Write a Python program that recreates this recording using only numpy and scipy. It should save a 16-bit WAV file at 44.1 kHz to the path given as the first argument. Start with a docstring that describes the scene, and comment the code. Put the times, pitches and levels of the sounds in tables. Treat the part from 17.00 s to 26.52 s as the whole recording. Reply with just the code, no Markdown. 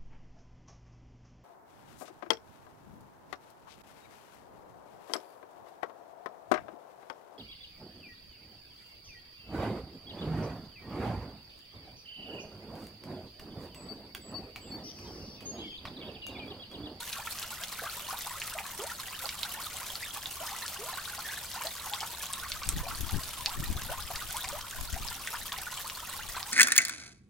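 """A small fountain throws fine jets that fall back onto a garden pond.
From the start, drops tick on the surface in clumps, the larger ones trap air that plops with a rising
pitch, and the finest spray hisses; rim and plants scatter the sound above a distant rumble.
At about 5.6 s a breeze reaches the microphone, just before the loudest drop lands close by.
A few gusts follow, the last and weakest near 9.2 s, while the water keeps falling."""
import sys
import numpy as np
from scipy import signal
from scipy.fft import rfft, irfft
from scipy.io import wavfile

SR = 44100
rng = np.random.default_rng(int(sys.argv[2]) if len(sys.argv) > 2 else 0)


def log_audio(samples):
    """Write samples as a 16-bit WAV file to the path given in sys.argv[1]."""
    # one column per channel
    frames = np.atleast_2d(samples).T
    # limit to full scale, then quantise
    limited = np.clip(frames, -1, 1)
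    pcm = np.round(limited * 32767).astype(np.int16)
    wavfile.write(sys.argv[1], SR, pcm)


N = 419832
TIME = np.arange(N) / SR
CUTOFF_HZ = 15900


def from_db(db):
    """Amplitude ratio of a level in decibels."""
    return 10 ** (np.asarray(db) / 20)


def rms_one(x):
    """Normalisation to unit rms."""
    return x / np.sqrt(np.mean(x ** 2) + 1e-20)


def at_hz(points, hz):
    """Interpolation of a spectrum on a log-frequency axis."""
    known_hz, values = np.transpose(points)
    return np.interp(np.log(np.maximum(hz, 1)), np.log(known_hz), values)


def cut(x, hz, kind, order=2):
    """Butterworth low- or high-pass filter."""
    return signal.sosfilt(signal.butter(order, hz, kind, fs=SR, output="sos"), x + 1e-18)


def drift(corner_hz):
    """Random modulation: low-passed noise of unit rms."""
    hz = np.arange(N // 2 + 1) * SR / N
    return rms_one(irfft(rfft(rng.standard_normal(N)) / (1 + (hz / corner_hz) ** 2), N))


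def swell(start, length, attack_s, release_s):
    """Exponential growth until `start`, a hold for `length`, then exponential decay."""
    return np.exp(np.minimum(TIME - start, 0) / attack_s - np.maximum(TIME - start - length, 0) / release_s)


def diffuse_noise(spectrum, size=N):
    """A diffuse field is coherent between the channels in the bass and nearly incoherent in the treble."""
    # left-right coherence: (frequency [Hz], coherence [-1..1])
    coherence = [(60, 1), (300, 0.89), (700, 0.79), (1400, 0.85), (3200, 0.42), (7000, 0.099),
                 (15000, 0.14)]
    hz = np.arange(size // 2 + 1) * SR / size
    alike = np.clip(at_hz(coherence, hz), -1, 1)
    mid, side = rfft(rng.standard_normal((2, size))) * from_db(at_hz(spectrum, hz))
    return rms_one(irfft(np.sqrt(1 + alike) * mid + np.sqrt(1 - alike) * side * [[1], [-1]], size))


def pings(s, db, hz, life, rise, damping, attack_s, pan_db, lag_spread_s=1.1e-5):
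    """Damped oscillators glide up `rise` octaves; time and level differences place each on the pond."""
    length = (life * SR).astype(int) + 2
    event = np.repeat(np.arange(len(s)), length)
    sample = np.arange(length.sum()) + ((s * SR).astype(int) - np.cumsum(length) + length)[event]
    across, tilt = rng.standard_normal((len(s), 2)).T
    left_lead_s = 1.3e-5 + lag_spread_s * across
    channels = []
    for side in (.5, -.5):
        age = np.clip((sample / SR - (s - side * left_lead_s)[event]) / life[event], 0, 1)
        cycles = (hz * life)[event] * (age + (2 ** rise - 1)[event] * age ** 3 / 3)
        attack = 1 - np.exp(-age * life[event] / attack_s)
        decay = np.exp(-damping * age) * (1 - age ** 4)
        wave = from_db(db + side * pan_db * tilt)[event] * attack * decay * np.sin(2 * np.pi * cycles)
        channels.append(np.bincount(np.maximum(sample, 0), wave, N)[:N])
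    return np.array(channels)


def by_chance(count, db, hz, cycles, spread_db, spread_octaves):
    """Random events at a steady mean rate: (time [s], level [dB], frequency [Hz], life [s])."""
    when, force, pitch, stay = rng.random((count, 4)).T
    hz = hz * 2 ** (spread_octaves * (2 * pitch - 1))
    s = (np.arange(count) + when) / count * N / SR
    life = cycles / hz * 2 ** (2 * stay - 1)
    return np.column_stack([s, db + spread_db * (2 * force - 1), hz, life])


def rumble():
    """Distant sound arrives as a diffuse field of low frequencies."""
    # rumble spectrum: (frequency [Hz], relative density [dB])
    spectrum = [(20, -4), (45, -7), (68, 0), (110, -5), (200, -8.5), (320, -17.5), (700, -18), (2000, -39)]
    return from_db(-56.0) * diffuse_noise(spectrum)


def buffets(force, lumps_db=9.0, bright_db=-35.0):
    """Turbulent pressure on one port comes in lumps; only strong gusts reach above the deep bass."""
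    # eddy spectrum: (frequency [Hz], relative density [dB])
    spectrum = [(20, 1.5), (45, 1), (100, -4), (180, -11.5), (320, -16), (500, -31.5), (1000, -52)]
    eddies = diffuse_noise(spectrum)[0]
    deep = cut(eddies, 87, "low", order=1)
    lumps = rms_one(from_db(lumps_db * np.tanh(drift(22))))
    strong = np.clip(force * lumps / from_db(bright_db), 0, 1)
    return force * lumps * (deep + strong * (eddies - deep))


def wind(left_db=7.0, shared=0.14):
    """Flow noise: the left port faces the breeze; the right gets part of its eddies and its own weaker."""
    # gusts on the microphone: (time [s], duration [s], relative level [dB])
    gust_events = [(5.712, 0.086, -37.5), (5.903, 0.12, -38), (6.099, 0.055, -36), (6.575, 0.29, -40),
                   (7.792, 0.264, -43.5), (9.19, 0.12, -50)]
    breeze = from_db(-52.5) * swell(start=5.6, length=1.8, attack_s=0.22, release_s=1.3)
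    gusts = [from_db(db) * swell(s, length, attack_s=0.041, release_s=0.053)
             for s, length, db in gust_events]
    force = np.max([breeze, *gusts], axis=0)
    left = from_db(left_db) * buffets(force)
    return np.array([left, shared * left + buffets(force)])


def garden(x, t60=0.1, first_echo_s=0.0011, size=8192, spots=5):
    """Scattering by rim, pebbles and leaves gives each landing spot its own short impulse response."""
    t = np.arange(size) / SR
    fade = from_db(-60 * t / t60) * np.clip(t / first_echo_s - 1, 0, 1)
    shares = np.array([drift(13.8) for _ in range(spots)])
    scattered = 0
    for share in shares / np.linalg.norm(shares, axis=0):
        echoes = diffuse_noise([(1000, 7.8), (4000, 7.7), (15000, 3.6)], size=size) * fade
        echoes = echoes / np.sqrt(np.sum(echoes ** 2) / 2)
        scattered = scattered + signal.oaconvolve((share * x.mean(axis=0))[None], echoes, axes=1)[:, :N]
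    return scattered


def mist(ticks, follow=0.31, burst_s=0.0033):
    """The finest spray sums incoherently to a hiss; each clump that lands throws up a short burst of it."""
    # spray spectrum: (frequency [Hz], relative density [dB])
    spectrum = [(150, -8.5), (400, -7.5), (900, -1.5), (1400, -1), (2200, -6), (3500, -1), (6000, -4.5),
                (10000, -3.5), (15500, -4.5)]
    pole = np.exp(-1 / (burst_s * SR))
    impacts = np.sqrt(signal.lfilter([1 - pole], [1, -pole], np.mean(ticks ** 2, axis=0)))
    return diffuse_noise(spectrum) * rms_one(1 - follow + follow * impacts)


def bubble_cloud(levels, count, spread_db, cycles, rise, attack_s, pan_db):
    """Minnaert resonance of bubbles born at random: the smaller ones ring higher and more briefly."""
    when, pitch, bend, stay = rng.random((count, 4)).T
    lowest, highest = levels[0][0], levels[-1][0]
    hz = lowest * (highest / lowest) ** pitch
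    db = at_hz(levels, hz) + spread_db * np.minimum(rng.standard_normal(count), 1.6)
    life = cycles / hz * 2 ** (2 * stay - 1)
    s = when * N / SR
    return rms_one(pings(s, db, hz, life, 2 * rise * bend, damping=1.6, attack_s=attack_s, pan_db=pan_db))


def gurgle():
    """Mid-sized bubbles resonate and overlap into a gurgle."""
    # bubble strength by pitch: (frequency [Hz], relative level [dB])
    levels = [(520, -13.5), (750, -3.5), (1000, 4.5), (1400, 7.5), (1900, 8), (2800, -28)]
    return bubble_cloud(levels, 2000, spread_db=4.5, cycles=13.2, rise=0.31, attack_s=0.0023, pan_db=1.0)


def plinks():
    """The tiniest bubbles resonate in the treble."""
    # bubble strength by pitch: (frequency [Hz], relative level [dB])
    levels = [(2200, -7), (3300, 2.5), (4400, 3.5), (6000, -1), (8000, 7.5), (11000, -17)]
    return bubble_cloud(levels, 2200, spread_db=3.5, cycles=9.8, rise=0.092, attack_s=0.00025, pan_db=7.0)


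def plops(shed_db=-2.5, shed_count=4):
    """The resonance of a trapped bubble rises as it nears the surface, shedding smaller bubbles."""
    # loudest large bubbles: (time [s], level [dB], starting frequency [Hz], life [s])
    loudest = [(0.186, -41, 760, 0.035), (0.272, -30.5, 1290, 0.005), (0.79, -34, 1436, 0.014),
               (0.818, -41, 506, 0.042), (0.861, -32, 1160, 0.018), (1.086, -37.5, 1010, 0.049),
               (1.128, -36.5, 773, 0.026), (1.264, -36, 826, 0.022), (1.55, -39, 640, 0.04),
               (1.79, -38, 391, 0.1), (2.241, -45, 508, 0.042), (2.571, -38.5, 857, 0.05),
               (3.025, -33, 1920, 0.018), (3.405, -37.5, 615, 0.052), (3.789, -45, 396, 0.14),
               (3.887, -36.5, 1007, 0.019), (3.972, -38.5, 1075, 0.034), (4.607, -32.5, 926, 0.016),
               (4.645, -39, 605, 0.046), (4.867, -37, 800, 0.015), (4.914, -38, 787, 0.057),
               (5.029, -28, 803, 0.0087), (5.619, -33, 1080, 0.011), (5.83, -44, 500, 0.062),
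               (5.903, -34, 1150, 0.018), (6.893, -35.5, 550, 0.058), (7.103, -36.5, 685, 0.014),
               (7.342, -37, 885, 0.066), (7.527, -41, 564, 0.098), (8.336, -38, 890, 0.022),
               (8.845, -37, 915, 0.03), (9.366, -33.5, 980, 0.02)]
    softer = by_chance(count=36, db=-40, hz=1065, cycles=26, spread_db=2.5, spread_octaves=.6)
    rows = np.vstack([loudest, softer])
    s, db, hz, life = rows.T
    rise = 1.05 * np.sqrt(life / .05)   # octaves; a longer life gives a wider glide
    large = pings(s, db, hz, life, rise, damping=0.51, attack_s=0.00013, pan_db=-0.5)
    # the water that traps the air lands with a brief smack
    smack = pings(s, db + 3.5, 2 * hz, 0.88 / hz, 0 * s, damping=1.5, attack_s=5e-5, pan_db=-1.0)
    s, db, hz, life, rise = np.repeat([s, db, hz, life, rise], shed_count, axis=1)
    when, smaller = rng.random((2, len(s)))
    hz = hz * 2 ** (0.3 + 1.475 * smaller)
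    shed = pings(s + when * life, db + shed_db, hz, 10 / hz, rise / 2,
                 damping=2.0, attack_s=0.00043, pan_db=-2.0)
    return large + cut(smack, 510, "high") + shed


def patter(clumps=1500, size=9, clump_s=.003, clump_db=3.0, drop_db=2.5, cycles=7.0):
    """Jet break-up makes slugs of water; each lands as a clump of droplets that tick for a few cycles."""
    # tick strength by pitch: (frequency [Hz], relative level [dB])
    levels = [(1700, -14.5), (3300, -3.5), (4400, -5.5), (6000, 1.5), (8500, 3.5), (11500, 9), (15000, 9)]
    landing = np.repeat(rng.random(clumps) * N / SR, size)
    weight = np.repeat(np.minimum(rng.standard_normal(clumps), 2.3), size)
    s = landing + clump_s * rng.exponential(1, clumps * size) * rng.random(clumps * size)
    pitch, stay = rng.random((2, clumps * size))
    lowest, highest = levels[0][0], levels[-1][0]
    hz = lowest * (highest / lowest) ** pitch
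    force_db = np.minimum(clump_db * weight + drop_db * rng.standard_normal(len(s)), 13.0)
    db = at_hz(levels, hz) + force_db
    life = cycles / hz * 2 ** (2 * stay - 1)
    ticks = pings(s, db, hz, life, 0.13 * stay, damping=2.3, attack_s=4e-5, pan_db=1.5)
    return rms_one(cut(ticks, 1600, "high"))


def heavy_drops(gain_db=7.5, droplets=8, spatter_db=-13.0, spatter_s=.003, scatter_octaves=0.72):
    """A nearby impact radiates a heavily damped slap and throws off droplets that land just after it."""
    # loudest drops: (time [s], relative level [dB], frequency [Hz], life [s])
    loudest = [(0.428, -18, 3730, 0.0006), (0.637, -21, 3700, 0.0013), (1.271, -24, 8950, 0.0011),
               (1.418, -25, 2670, 0.0036), (1.587, -26, 2480, 0.0048), (2.291, -20, 4170, 0.0013),
               (2.432, -20.5, 3900, 0.0035), (2.769, -27.5, 8000, 0.0022), (2.955, -28, 4500, 0.0064),
               (3.258, -27.5, 3670, 0.0063), (3.68, -17, 9250, 0.0004), (4.67, -26.5, 4330, 0.0055),
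               (4.936, -22, 3560, 0.004), (5.006, -23, 5100, 0.0018), (5.334, -19.5, 8400, 0.0019),
               (5.519, -17.5, 4430, 0.0015), (5.69, -5.5, 8900, 0.00075), (6.46, -12, 4530, 0.0018),
               (7.159, -20, 4600, 0.001), (7.368, -18.5, 10000, 0.00083), (7.443, -17.5, 3620, 0.00048),
               (7.489, -19.5, 8270, 0.00093), (7.61, -19, 5000, 0.00027), (8.273, -20, 6900, 0.00059),
               (8.521, -26, 3440, 0.0036), (8.899, -20, 3050, 0.0011)]
    softer = by_chance(count=26, db=-24.5, hz=6970, cycles=5.4, spread_db=-1.0, spread_octaves=0.78)
    rows = np.vstack([loudest, softer])
    s, db, hz, life = rows.T
    slaps = pings(s, db + gain_db, hz, life, 0 * s,
                  damping=5.9, attack_s=3e-5, pan_db=3.5, lag_spread_s=4e-6)
    delay, detune, force = rng.standard_normal((len(s) * droplets, 3)).T
    s, db, hz, life = np.repeat(rows, droplets, axis=0).T
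    s = s + spatter_s * np.abs(delay)
    hz = np.minimum(np.sqrt(hz * 3500) * 2 ** (scatter_octaves * detune), CUTOFF_HZ)
    db = np.minimum(db, -17.0) + spatter_db + 4.2 * force
    spatter = pings(s, db, hz, 8.7 / hz, 0 * s, damping=3.4, attack_s=5e-5, pan_db=0.0)
    return cut(slaps + spatter, 1360, "high")


def scene():
    """Superposition of the falling water, its echoes, the rumble and the wind."""
    sway = drift(28)   # the pump's flow is steady, but the jets sway, so the water arrives unevenly
    spray = from_db(-44 + 1.07 * sway)
    tiny_bubbles, mid_bubbles, ticks = plinks(), gurgle(), patter()
    splashes = spray * (from_db(-3.0) * ticks + from_db(-5.5) * tiny_bubbles) + heavy_drops()
    ripple = rms_one(from_db(2.0 * drift(155)))   # the churned surface makes the ringing waver
    bubbles = ripple * (from_db(-50.0 + sway) * mid_bubbles + plops())
    echoes = garden(from_db(-6.5) * splashes + from_db(-6.0) * bubbles)
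    hiss = spray * mist(ticks)
    return splashes + bubbles + echoes + hiss + rumble() + wind()


def record(dry):
    """Band limiting: an elliptic low-pass cuts the top steeply."""
    return signal.sosfilt(signal.ellip(12, .1, 80, CUTOFF_HZ, fs=SR, output="sos"), dry)


dry = scene()
out = record(dry)
log_audio(out)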